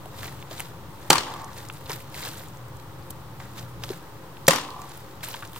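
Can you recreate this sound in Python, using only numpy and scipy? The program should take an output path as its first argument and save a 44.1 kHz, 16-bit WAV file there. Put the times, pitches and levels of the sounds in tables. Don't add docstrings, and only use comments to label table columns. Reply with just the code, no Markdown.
import sys
import numpy as np
from scipy import signal
from scipy.fft import rfft, irfft
from scipy.io import wavfile
from scipy.ndimage import uniform_filter1d

SR = 44100
rng = np.random.default_rng(int(sys.argv[2]) if len(sys.argv) > 2 else 0)


def field_ratio(decibels):
    return 10 ** (np.asarray(decibels, dtype=float) / 20)


def persist_wave(psi):
    counts = np.round(np.clip(psi, -1, 1) * 32767).astype(np.int16)
    wavfile.write(sys.argv[1], SR, np.atleast_2d(counts).T)


N = 246518
TAIL = int(.7 * SR)
WALL_TRIP_S = .0258
OPPOSITE = np.array([[1], [-1]])

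# (time [s], edge bite [dB], crack [dB], crack 60 dB decay [s], body [dB], fibre tear [dB])
BLOWS = [
    (1.1035, -13, -1, 0.024, -6.5, -28),
    (4.4818, -12.5, -2.5, 0.022, -7, -11.5),
]
# (pitch [Hz], level [dB], 60 dB decay [s])
LOG_MODES = [
    [(536, -4.5, 0.052), (844, 0, 0.037), (950, -13, 0.023), (1180, -7.5, 0.043), (1400, -5, 0.04),
     (1580, -15, 0.025), (1850, -17, 0.016), (2600, 1, 0.017), (3110, -6, 0.042), (3700, -20, 0.024),
     (4290, -4.5, 0.029)],
    [(541, 2, 0.086), (690, -7, 0.044), (806, -12, 0.027), (1026, -5.5, 0.025), (1130, -10, .03),
     (1427, -6, 0.029), (1500, -2, 0.0057), (1550, -7, 0.022), (1900, -3, 0.021), (2120, -9, 0.026),
     (3590, -2, 0.0079), (4550, -11, 0.028), (5260, -14, .02)],
]
# (pitch [Hz], level [dB], 60 dB decay [s])
BLOCK_MODES = [
    [(161.4, -14.5, 0.14), (326, -15, 0.067), (376, -12.5, 0.077)],
    [(171, -7, 0.098), (310, -13, 0.07), (385, -24, .05)],
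]
# (pitch [Hz], level [dB])
CRACK_TONE = [
    [(300, -23), (1000, -0.5), (3000, 5.5), (5000, -0.5), (6900, 4), (10000, -8.5), (13500, -7),
     (16000, -19)],
    [(300, -10), (1000, -1.5), (2000, 2), (3000, -10), (4200, 0), (7200, -4.5), (11000, -10), (13600, -1.5),
     (16000, -14)],
]
# (pitch [Hz], level [dB])
THUD_TONE = [(60, -61), (150, 0), (600, -1), (900, -17.5), (2000, -33)]
# (pitch [Hz], level [dB])
LITTER_TONE = [(500, -22), (1200, 11), (2500, -6), (4500, -2), (9000, -21)]
# (pitch [Hz], level [dB])
WALL_TONE = [(150, -35), (600, -10), (1100, -1.5), (1600, -5), (4500, -1), (8000, -7.5), (15000, -13)]
# (pitch [Hz], level [dB], 60 dB decay [s])
YARD_BANDS = [(139, -32.5, 0.42), (300, -29.5, 0.61), (500, -27, 0.5), (1000, -18.5, 0.4),
              (1730, -27.5, 0.49), (2780, -25, 0.52), (4430, -26, 0.26), (7100, -29, 0.15),
              (12000, -44, 0.15)]
# (pitch [Hz], level [dB])
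LATE_WASH_TONE = [(400, -38.5), (750, 4), (1000, 3.5), (1200, 3.5), (1400, -24), (3000, -41)]
# (pitch [Hz], level [dB], 60 dB decay [s])
FENCE_MODES = [
    [(795, -12, 0.048), (890, -1, 0.074), (1020, -3, .04), (1138, -3, 0.077)],
    [(795, -14, .04), (906, -10, .04), (1020, 2.5, 0.051), (1157, -5, 0.086)],
]
FENCE_PUSHES = [
    [-16, -19, -26, -33, -35, -33, -29, -29, -30, -34, -32, -29, -33, -35, -38, -40, -43],
    [-18, -19, -33, -35, -37, -34, -36, -29, -32, -31, -33, -28, -37, -32, -44, -42, -45],
]
# (pitch [Hz], left minus right [dB])
PORT_BALANCE = [(60, -5), (110, 2), (200, 2), (380, 1.5), (700, 0.5), (1290, 1.5), (2380, 1), (4400, -1.5),
                (8120, 4), (15000, -9.5)]
# (pitch [Hz], left lead [radians])
PORT_PHASE = [(0, 0.13), (1500, -0.31), (6000, -0.67), (9000, -1.57), (16000, -2)]
# (pitch [Hz], left minus right [dB])
WALL_BALANCE = [(200, 0), (2500, 2.2), (4500, 3.5), (7000, 3.5), (9500, 10), (13000, -5)]
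# (pitch [Hz], left lead [radians])
WALL_PHASE = [(0, 0.096), (2200, 0.59), (3100, 2), (6500, 1.4), (13000, 1.9)]
# (loudest time [s], level [dB], time to swell 20 dB [s], time to die 20 dB [s], dryness [dB])
SCUFFS = [(0.045, -51.5, 0, 0, -7.5), (.196, -47.5, 0.1, .2, 0), (0.245, -43, 0.15, 0.14, -1.5),
          (0.43, -57, 0.5, 0, 0), (0.52, -44.5, 0.04, 0.07, -3.5), (0.595, -43.5, 0.12, 0.13, 0.5),
          (1.04, -56, 0.2, 0.5, 2), (1.33, -47.5, 0.35, 0.33, -8), (1.596, -47.5, 0.2, 0.17, 0),
          (1.73, -53, -0.1, 0.4, 2), (1.901, -40, 0.03, 0.1, -2), (1.93, -41, 0.08, 0.04, -1),
          (1.965, -48, 0.13, 0.13, 1.5), (2.147, -46, 0.012, 0.23, 3), (2.2, -44.5, .1, 0.23, -0.5),
          (2.26, -40, 0.18, 0.14, 0), (2.39, -46.5, 0.25, 0.16, 2), (2.8, -50, 0, 0, 1.5),
          (3.106, -41, -0.09, 0, 11), (3.4, -49, 0.01, 0.2, -4), (3.585, -46, 0.08, 0.11, 0),
          (3.842, -42.5, 0.03, 0.02, -2), (3.901, -44.5, 0.1, 0.15, -0.5), (4.95, -51.5, 0.7, 0.35, -0.5),
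          (5.234, -39.5, 0.01, 0.24, 2), (5.326, -45.5, 0.13, 0.25, -1.5), (5.57, -45.5, 0.05, .1, 2.5)]
# (pitch [Hz], level [dB])
SCUFF_TONES = [
    [(180, -34), (300, -8.5), (402, -18.5), (445, -9), (1900, -11), (2470, -24), (4180, -120)],
    [(1060, -30), (1800, -4.5), (3040, -3), (3600, -0.5), (6310, -7.5), (7500, -5), (9750, -50),
     (16500, -120)],
    [(4120, -38), (7000, -6.5), (8280, 5.5), (11300, 1.5), (12200, -4), (14000, 6), (15700, -6.5)],
]
# (pitch [Hz], left minus right [dB])
SCUFF_BALANCE = [(60, 9), (110, -4.5), (200, -2.5), (380, 1.5), (700, 0.5), (1290, 0.5), (2380, 0),
                 (4400, -1), (8120, 6), (15000, -9.5)]
# (pitch [Hz], left lead [radians])
SCUFF_PHASE = [(0, 0), (3300, -1.5), (6500, -1.5), (12000, -5), (16000, -5)]
# (time [s], peak level [dB], middle pitch [Hz], bright part [dB])
TICKS = [(0.0563, -37.5, 2730, -17), (0.1905, -35, 3700, 0), (0.2318, -31, 3300, -6),
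         (0.4262, -28, 2800, -25), (0.5125, -28, 3580, -4), (0.5973, -21, 2580, -1),
         (0.6034, -20, 2030, -10), (1.3186, -36, 7800, -5), (1.339, -28.5, 3430, 0), (1.578, -36, 2600, 7),
         (1.6867, -34, 5600, -15), (1.6995, -36, 2600, -16), (1.859, -32, 4200, -5),
         (1.8956, -23, 5150, -4), (1.9182, -20.5, 5000, -20), (2.1448, -29, 2070, -14),
         (2.2516, -23, 3880, -16), (2.2885, -25.5, 5260, -12), (2.4356, -35.5, 2090, 2),
         (3.1057, -29.5, 7860, -13), (3.402, -33, 2060, -19), (3.8373, -19, 3270, -8),
         (3.8915, -23.5, 3740, -13.5), (3.594, -27.5, 5200, -8), (4.918, -30.5, 5000, -7),
         (5.2312, -30.5, 2200, 4), (5.246, -35, 2980, 0), (5.2865, -32.5, 2280, 0),
         (5.3414, -21.5, 3270, -26), (5.5615, -30, 3280, -14)]
# (time [s], peak level [dB], pitch [Hz], 60
# dB decay [s])
SNAPS = [(1.6994, -24.5, 1480, 0.017), (1.1096, -11, 3700, .012), (1.1131, -11.5, 1380, .03),
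         (4.468, -19.5, 3800, 0.016), (4.47, -18, 6500, .015), (4.484, -13, 5900, 0.017),
         (4.4850, -15, 13600, .01), (1.1305, -15, 1300, .02), (1.131, -21, 3200, .015),
         (1.1555, -18, 1070, .025), (1.167, -19, 1400, .02), (4.5095, -15, 3800, .015),
         (4.4995, -19, 3400, .012), (0.0585, -31, 9500, .008), (1.182, -20, 1400, .02),
         (1.121, -19, 3500, .012), (4.5165, -19, 2500, .015), (4.596, -28, 3600, .015),
         (4.587, -27, 4000, .02)]
# (time [s], peak level [dB], pitch [Hz], 60 dB decay [s])
KNOCKS = [(0.058, -29.5, 690, 0.049), (0.511, -34, 340, 0.06), (.515, -33, 624, 0.043),
          (0.599, -36, 830, 0.065), (1.897, -27, 453, 0.05), (1.904, -26, 1070, 0.07),
          (2.269, -35, 523, 0.062), (3.401, -35.5, 900, 0.045), (3.9025, -22, 380, 0.06),
          (5.2815, -33, 900, .04), (5.262, -34, 1300, .04), (1.896, -27.5, 910, .03),
          (2.204, -33.5, 1000, 0.028), (5.432, -34, 1200, .025), (2.2705, -32, 1500, 0.028),
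          (2.252, -33, 800, .03), (4.687, -31, 1050, .03), (3.838, -32, 1330, .03),
          (3.915, -36, 334, 0.025), (5.344, -30, 950, 0.05), (5.4245, -27.5, 1180, 0.051),
          (5.561, -30.5, 1002, 0.062)]
# (time [s], peak level [dB],
# pitch [Hz])
GRAINS = [(.232, -29, 1800), (0.259, -31, 2200), (.283, -33, 1980), (.392, -40, 2200), (1.5844, -31, 5000),
          (1.8638, -31, 3700), (1.868, -34, 3000), (1.9021, -32, 1800), (1.932, -27, 4100),
          (2.004, -38, 2300), (2.1506, -32, 2100), (2.1833, -33, 1900), (2.1903, -34, 1800),
          (2.229, -28, 2210), (2.236, -27, 4100), (2.2708, -26.5, 1550), (2.271, -29, 4970),
          (2.304, -33, 4500), (2.314, -35, 3500), (2.354, -35, 3400), (2.372, -36, 4000),
          (3.407, -42, 2100), (3.414, -39, 1800), (3.59, -30, 3500), (3.6274, -37, 2900),
          (3.906, -29, 4200), (3.932, -35, 1800), (4.370, -34, 3000), (1.161, -19, 4200),
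          (1.187, -22, 3300), (1.267, -33, 2100), (4.566, -26, 2500), (4.615, -33, 2700), (4.65, -34, 2600),
          (4.818, -37.5, 2500), (1.7, -24, 2700), (4.7052, -28.5, 4430), (5.2077, -39, 3000),
          (5.2373, -32, 1750), (5.314, -29, 5200), (5.332, -29, 3300), (5.426, -30.5, 2820),
          (5.4315, -32, 1400), (5.5466, -37, 2800), (2.1435, -30, 4500), (2.195, -33, 4000),
          (2.251, -31, 1500), (2.258, -32, 2600), (2.277, -32, 3500), (2.3373, -36, 1500),
          (2.4092, -34.5, 1490), (5.2695, -33, 2300), (5.345, -30, 1600), (5.349, -30, 3500),
          (5.532, -37, 3400), (3.8375, -25.5, 5000), (3.8435, -29, 4700), (1.9065, -26.5, 2000),
          (1.8967, -28, 3300), (4.8175, -34, 4500)]
# (time [s], peak level [dB], pitch [Hz])
SPLINTERS = [(.27, -29, 13000), (.401, -38, 7000), (0.5866, -33, 11000), (.604, -17.5, 9200),
             (.664, -38, 12000), (1.029, -39, 4400), (1.368, -39, 7000), (1.418, -35, 8000),
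             (1.445, -27, 6660), (1.532, -34.5, 5400), (1.687, -29, 7500), (1.7257, -32, 9100),
             (1.7375, -31, 9200), (1.9054, -24, 13000), (1.9598, -25, 14000), (2.151, -33, 7500),
             (2.3344, -34, 13500), (2.3798, -31, 14000), (2.38, -27.5, 8500), (2.3966, -37, 13500),
             (2.4844, -33, 7750), (2.536, -43.5, 5500), (2.5717, -38, 7200), (2.684, -39.5, 8500),
             (2.7696, -35, 8000), (2.8767, -44, 9000), (3.025, -43, 4590), (3.1123, -33, 7000),
             (3.3893, -39, 14000), (3.6278, -36, 13500), (3.8415, -27, 13000), (3.849, -33, 8000),
             (4.7043, -35, 12000), (4.818, -28, 7600), (4.8185, -33, 13000), (4.827, -44, 7000),
             (4.8445, -45, 6500), (4.8936, -30, 8500), (4.970, -36, 10000), (4.9752, -27, 12000),
             (5.2462, -23, 7800), (5.286, -19, 14500), (5.3217, -25, 14500), (5.4753, -32, 6200),
             (5.533, -28, 13000)]
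# (pitch [Hz], level [dB])
TOWN_TONE = [(15, -29), (25, -20), (54, -12), (128, -2.5), (253, -21), (318, -14.5), (399, -20.5),
             (434, -17.5), (491, -23), (533, -14.5), (616, -27.5), (894, -18.5), (1220, -22.5), (1810, -33),
             (3500, -37), (4550, -53.5), (7700, -120)]
# (pitch [Hz], likeness [limited to 0 to .99 in use])
TOWN_ALIKE = [(60, 0.88), (130, 0.92), (290, 0.89), (640, 0.86), (1410, 0.46), (3100, -0.98),
              (6820, -1.964), (15000, -0.9)]
# (pitch [Hz], left minus right [dB])
TOWN_BALANCE = [(60, 3), (110, 1), (200, 1.5), (380, 1), (700, 1.5), (1290, 1.9), (2380, 0.5), (4400, 0.5),
                (8120, 0.5), (15000, -2.5)]
# (time [s], level [dB])
TRAFFIC = [(0.0, -45.5), (0.8, -47.5), (2.5, -47.5), (3.64, -46), (3.92, -44.5), (4.08, -52.5),
           (4.44, -47.5), (4.7, -50.5), (5.59, -49.5)]
# (pitch [Hz], level [dB])
HISS_TONE = [(2500, -17), (3800, 3.5), (5500, -0.5), (11500, -6.5), (13000, -0.5), (14200, -2), (15700, 1)]
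# (time [s], pitch [Hz], level [dB])
DRONE = [(2.5, 105.6, -54), (2.648, 125.8, -40), (2.774, 126.2, -42), (2.92, 106.1, -49), (3.092, 130, -52),
         (3.15, 116, -43), (3.95, 121, -41.5)]


def axe():
    dry, wet = np.zeros((2, N)), np.zeros((2, N))
    yard_levels, litter_levels = (1.5, 1.2), (-19, -18)  # dB, blow by blow
    each_blow = zip(BLOWS, LOG_MODES, BLOCK_MODES, CRACK_TONE, yard_levels, litter_levels)
    for (s, *strength), log, block, crack_tone, yard_db, litter_db in each_blow:
        hit, lead = blow(log, block, crack_tone, *strength)
        start = int(s * SR) - lead
        dry[:, start:][:, :len(hit)] += hit
        dry[:, start:][:, :TAIL] += litter(litter_db)
        wet[:, start:][:, :TAIL] += flutter(hit, lead) + yard(yard_db)
    both = ports(dry, PORT_BALANCE, PORT_PHASE) + ports(wet, WALL_BALANCE, WALL_PHASE)
    no_bass = signal.butter(2, 95, "high", fs=SR, output="sos")
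    return signal.sosfilt(no_bass, both) + late_wash() + fence()


def blow(log, block, crack_tone, bite_db, crack_db, crack_t60, body_db, tear_db):
    bite_s, settle_s, block_rise_s = .0034, .022, .009
    lead, t = int(bite_s * SR), np.arange(4096) / SR
    edge = unit(colour(noise(lead), [(3000, -67), (5000, -1), (9000, 7), (15000, -7)]))
    edge = edge * np.linspace(.15, 1, lead) * field_ratio(bite_db)
    crack = unit(colour(noise(4096, rough_db=2.5), crack_tone)) * field_ratio(crack_db) * fade(t, crack_t60)
    tear_tone = [(300, -6), (1200, -5), (4000, 2), (8000, -2), (15000, -21)]
    tear = unit(colour(noise(4096, rough_db=7), tear_tone)) * field_ratio(tear_db) * fade(t, .062)
    log_ring = ringing(log, t) * np.exp(-(t / settle_s) ** 4)
    block_ring = ringing(block, t) * np.minimum(t / block_rise_s, 1)
    thud = unit(colour(noise(4096), THUD_TONE))[0] * fade(t, .056) * field_ratio(-8)
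    wobble = field_ratio(2 * walk(730)[:4096])
    body = field_ratio(body_db) * ((log_ring + block_ring) * wobble + thud)
    return np.concatenate([edge[0], crack[0] + tear[0] + body]), lead


def ringing(modes, t):
    return sum(-field_ratio(db) * np.sin(2 * np.pi * hz * t) * fade(t, t60) for hz, db, t60 in modes)


def litter(db):
    delay_s, rise_s, t60_s = .011, .0056, .091
    t = np.arange(TAIL) / SR - delay_s
    pair = .6 * noise(TAIL, rough_db=5.5) + noise(TAIL, rough_db=2.2) * OPPOSITE
    return unit(colour(pair, LITTER_TONE)) * field_ratio(db) * np.clip(t / rise_s, 0, 1) * fade(np.abs(t), t60_s)


def flutter(hit, lead):
    first_db, loss_db, edge_db, even_db = -3, 5.5, -2, -5
    corner_s, corner_gain = .0082, field_ratio((-11, -13))[:, None] * OPPOSITE
    t, out = np.arange(len(hit)) / SR, np.zeros((2, TAIL))
    is_edge = np.arange(len(hit)) < lead
    front = np.array([hit * fade(t, .048) * field_ratio(edge_db * is_edge)])
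    for trip in range(1, 7):
        brick = noise(256, channels=2) * fade(t[:256], .0059 * trip) * .26
        brick[:, 0] = 1
        echo = signal.fftconvolve(front, brick, axes=-1) * field_ratio(first_db - loss_db * (trip - 1.5))
        if trip % 2 == 0:
            echo = colour(echo, [(1300, 1.3), (2600, even_db), (6000, even_db), (8000, -1.5)])
        size = echo.shape[1]
        out[:, int(trip * WALL_TRIP_S * SR):][:, :size] += echo
        out[:, int((trip * WALL_TRIP_S + corner_s) * SR):][:, :size] += echo * corner_gain
        front = colour(front, [(3000, -.5), (15000, -1.6)])
    return colour(out, WALL_TONE)


def yard(db):
    t, out = np.arange(TAIL) / SR, 0
    grain = field_ratio(2.2 * walk(250)[:TAIL])
    mid, side = noise(TAIL) * grain, noise(TAIL) * OPPOSITE * grain
    for hz, band_db, t60 in YARD_BANDS:
        band = unit(colour(mid + min(hz / 2600, .75) * side, resonance(hz, sharp=.74)))
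        out = out + band * field_ratio(db + band_db) * fade(t, t60)
    return out * np.clip(t / .031, 0, 1)


def fence():
    rise_s, lead_s, patchy_db, drift = .0031, .0022, 1.5, .59
    out, t = 0, np.arange(N) / SR
    early = t[:8192]
    port_lag = np.array([[.2], [-.2]])
    for (s, *_), levels, modes in zip(BLOWS, FENCE_PUSHES, FENCE_MODES):
        pushes = np.zeros(N)
        times = s - lead_s + (1 + np.arange(len(levels))) * WALL_TRIP_S
        pushes[(times * SR).astype(int)] = field_ratio(levels)
        for hz, db, t60 in modes:
            swing = signal.fftconvolve(pushes, fade(early, t60) * np.minimum(early / rise_s, 1))[:N]
            tone = np.sin(2 * np.pi * hz * t + drift * walk(60) + port_lag)
            out = out + field_ratio(db + patchy_db * walk(25.02)) * swing * tone
    return out * field_ratio(-3)


def late_wash():
    corners = np.cumsum([.097, .052, .18, .18])  # delay, attack, hold, release [s]
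    t, swell = np.arange(N) / SR, 0
    for (s, *_), db in zip(BLOWS, (-34.5, -37.5)):
        swell = swell + field_ratio(db + np.interp(t - s, corners, [-16, 0, -.5, -20], left=-90, right=-90))
    pair = noise(N) + .37 * noise(N) * OPPOSITE
    return unit(colour(pair, LATE_WASH_TONE)) * swell * field_ratio(-7.5 + 1.5 * walk(160))


def scuff():
    wood_db, dryer_db, rustle_levels, alike = -2, -1.5, (-56, -67.5, -63), .67
    s, db, swell_s, die_s, dry_db = np.transpose(SCUFFS)[..., None]
    t, out = np.arange(0, N + 64, 64) / SR, 0
    shared_db = walk(70) + 2.24 * walk(500)
    before, after = (s - t) / np.maximum(swell_s, .005), (t - s) / np.maximum(die_s, .005)
    shape_db = db - 20 * np.where(t < s, before, after)
    leans = (wood_db - dry_db, 0, dryer_db + dry_db)
    for lean_db, rustle_db, tone in zip(leans, rustle_levels, SCUFF_TONES):
        pair = alike * noise(N, rough_db=3.5) + (1 - alike) * noise(N, rough_db=3.5) * OPPOSITE
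        power = np.sum(field_ratio(shape_db + lean_db) ** 2, axis=0) + field_ratio(rustle_db) ** 2
        effort = np.interp(np.arange(N) / SR, t, np.sqrt(power))
        out = out + unit(colour(pair * field_ratio(shared_db + 2.8 * walk(300)), tone)) * effort
    return ports(out, SCUFF_BALANCE, SCUFF_PHASE)


def ticks():
    s, db, middle_hz, bright_db = np.transpose(TICKS)
    wood_scatter, bright_scatter = 2 ** rng.uniform(-.076, .05, (len(s), 2)).T
    t60 = np.full(len(s), .016)
    woody = zip(s, db - 13, 900 * wood_scatter, 2.8 * t60)
    middle = zip(s, db, middle_hz, t60)
    bright = zip(s, db + bright_db, 10500 * bright_scatter, 1.3 * t60)
    out = bursts([*woody, *middle, *bright, *SNAPS], sharp=1.25, rough_db=2.5, snap=8.5, size=2048)
    out = out + bursts(KNOCKS, sharp=1.53, rough_db=2.2, snap=9.5)
    grains = [(*row, .011) for row in GRAINS]
    out = out + bursts(grains, sharp=1.7, rough_db=2.2, snap=5.5, size=1024)
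    splinters = [(*row, .012) for row in SPLINTERS]
    splinters = bursts(splinters, sharp=1.19, rough_db=2.5, snap=5.5, size=1024)
    return ports(out, SCUFF_BALANCE, SCUFF_PHASE) + ports(splinters, PORT_BALANCE, PORT_PHASE)


def bursts(rows, sharp, rough_db, snap, size=4096):
    out, t = np.zeros(N + size), np.arange(size) / SR
    for s, db, hz, t60 in rows:
        crackle = noise(size, rough_db) * fade(t, t60)
        crackle[0, 0] = snap
        burst = colour(crackle, resonance(hz, sharp))[0]
        out[int(s * SR):][:size] += burst / np.abs(burst).max() * field_ratio(db)
    return out[:N]


def town():
    alike = np.clip(on_axis(TOWN_ALIKE, N), 0, .99)
    half = field_ratio(on_axis(TOWN_BALANCE, N) / 2)
    mid, side = rfft(noise(N, channels=2)) * np.sqrt([1 + alike, 1 - alike])
    pair = irfft(np.array([(mid + side) * half, (mid - side) / half]), N)
    both = unit(colour(pair, TOWN_TONE)) * field_ratio(-40.5) + unit(colour(pair, HISS_TONE)) * field_ratio(-53.5)
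    both[0] = np.roll(both[0], 2)
    low = signal.sosfiltfilt(signal.butter(2, 230, fs=SR, output="sos"), both)
    s, db = np.transpose(TRAFFIC)
    rumble_db = np.interp(np.arange(N) / SR, s, db + 45) + .63 * walk(5.2)
    return low * field_ratio(rumble_db) + (both - low) * field_ratio(.5 * walk(2.45))


def drone():
    t, (s, hz, db) = np.arange(N) / SR, np.transpose(DRONE)
    edge = np.clip(np.minimum(t - s[0], s[-1] - t) / .08, 0, 1)
    hum = np.sin(2 * np.pi * np.cumsum(np.interp(t, s, hz)) / SR)
    return hum * field_ratio(np.interp(t, s, db) - 1.5 + 2 * walk(12)) * edge


def ports(x, balance, phase):
    lead = np.interp(np.arange(N // 2 + 1) * SR / N, *np.transpose(phase))
    half = field_ratio(on_axis(balance, N) / 2) * np.exp(.5j * lead)
    return irfft(rfft(x) * np.array([half, 1 / half]), N)


def noise(size, rough_db=0., channels=1):
    spread = np.minimum(rng.exponential(size=(1, size)), 5.5)
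    return unit(rng.standard_normal((channels, size)) * field_ratio(rough_db * spread))


def walk(rate):
    k = int(SR / rate)
    steps = np.repeat(rng.standard_normal(N // k + 1), k)
    return .94 * uniform_filter1d(uniform_filter1d(steps, k), k)[:N]


def fade(t, t60):
    return np.exp(-np.log(1000) * t / np.maximum(t60, .002))


def unit(x):
    return x / np.sqrt(np.mean(x ** 2))


def resonance(hz, sharp):
    skirt = ((1 / 9, -60), (1 / 3, -24), (1 / 1.4, -6), (1, 0), (1.4, -6), (3, -24), (9, -60))
    return [(hz * step, db * sharp) for step, db in skirt]


def colour(x, table):
    cepstrum = irfft(on_axis(table, size=2048) * np.log(10) / 20)
    cepstrum[1:1024] *= 2
    cepstrum[1025:] = 0
    response = np.atleast_2d(irfft(np.exp(rfft(cepstrum))))
    return signal.fftconvolve(x, response, axes=-1)[..., :x.shape[-1]]


def on_axis(table, size):
    hz, value = np.transpose(table)
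    return np.interp(np.log(np.arange(size // 2 + 1) * SR / size + 1), np.log(hz), value)


def scene():
    return axe() + scuff() + ticks() + town() + drone()


def band_limit(x):
    return signal.sosfilt(signal.butter(12, 15810, fs=SR, output="sos"), x)


def record(dry):
    no_top = signal.ellip(8, .2, 50, 15800, fs=SR, output="sos")
    clipped = np.clip(signal.sosfilt(no_top, dry), -.97, .99)
    no_deep_bass = signal.butter(1, 30, "high", fs=SR, output="sos")
    mix = signal.sosfilt(no_deep_bass, clipped) - .0043
    return band_limit(mix)


dry = scene()
out = record(dry)
persist_wave(out)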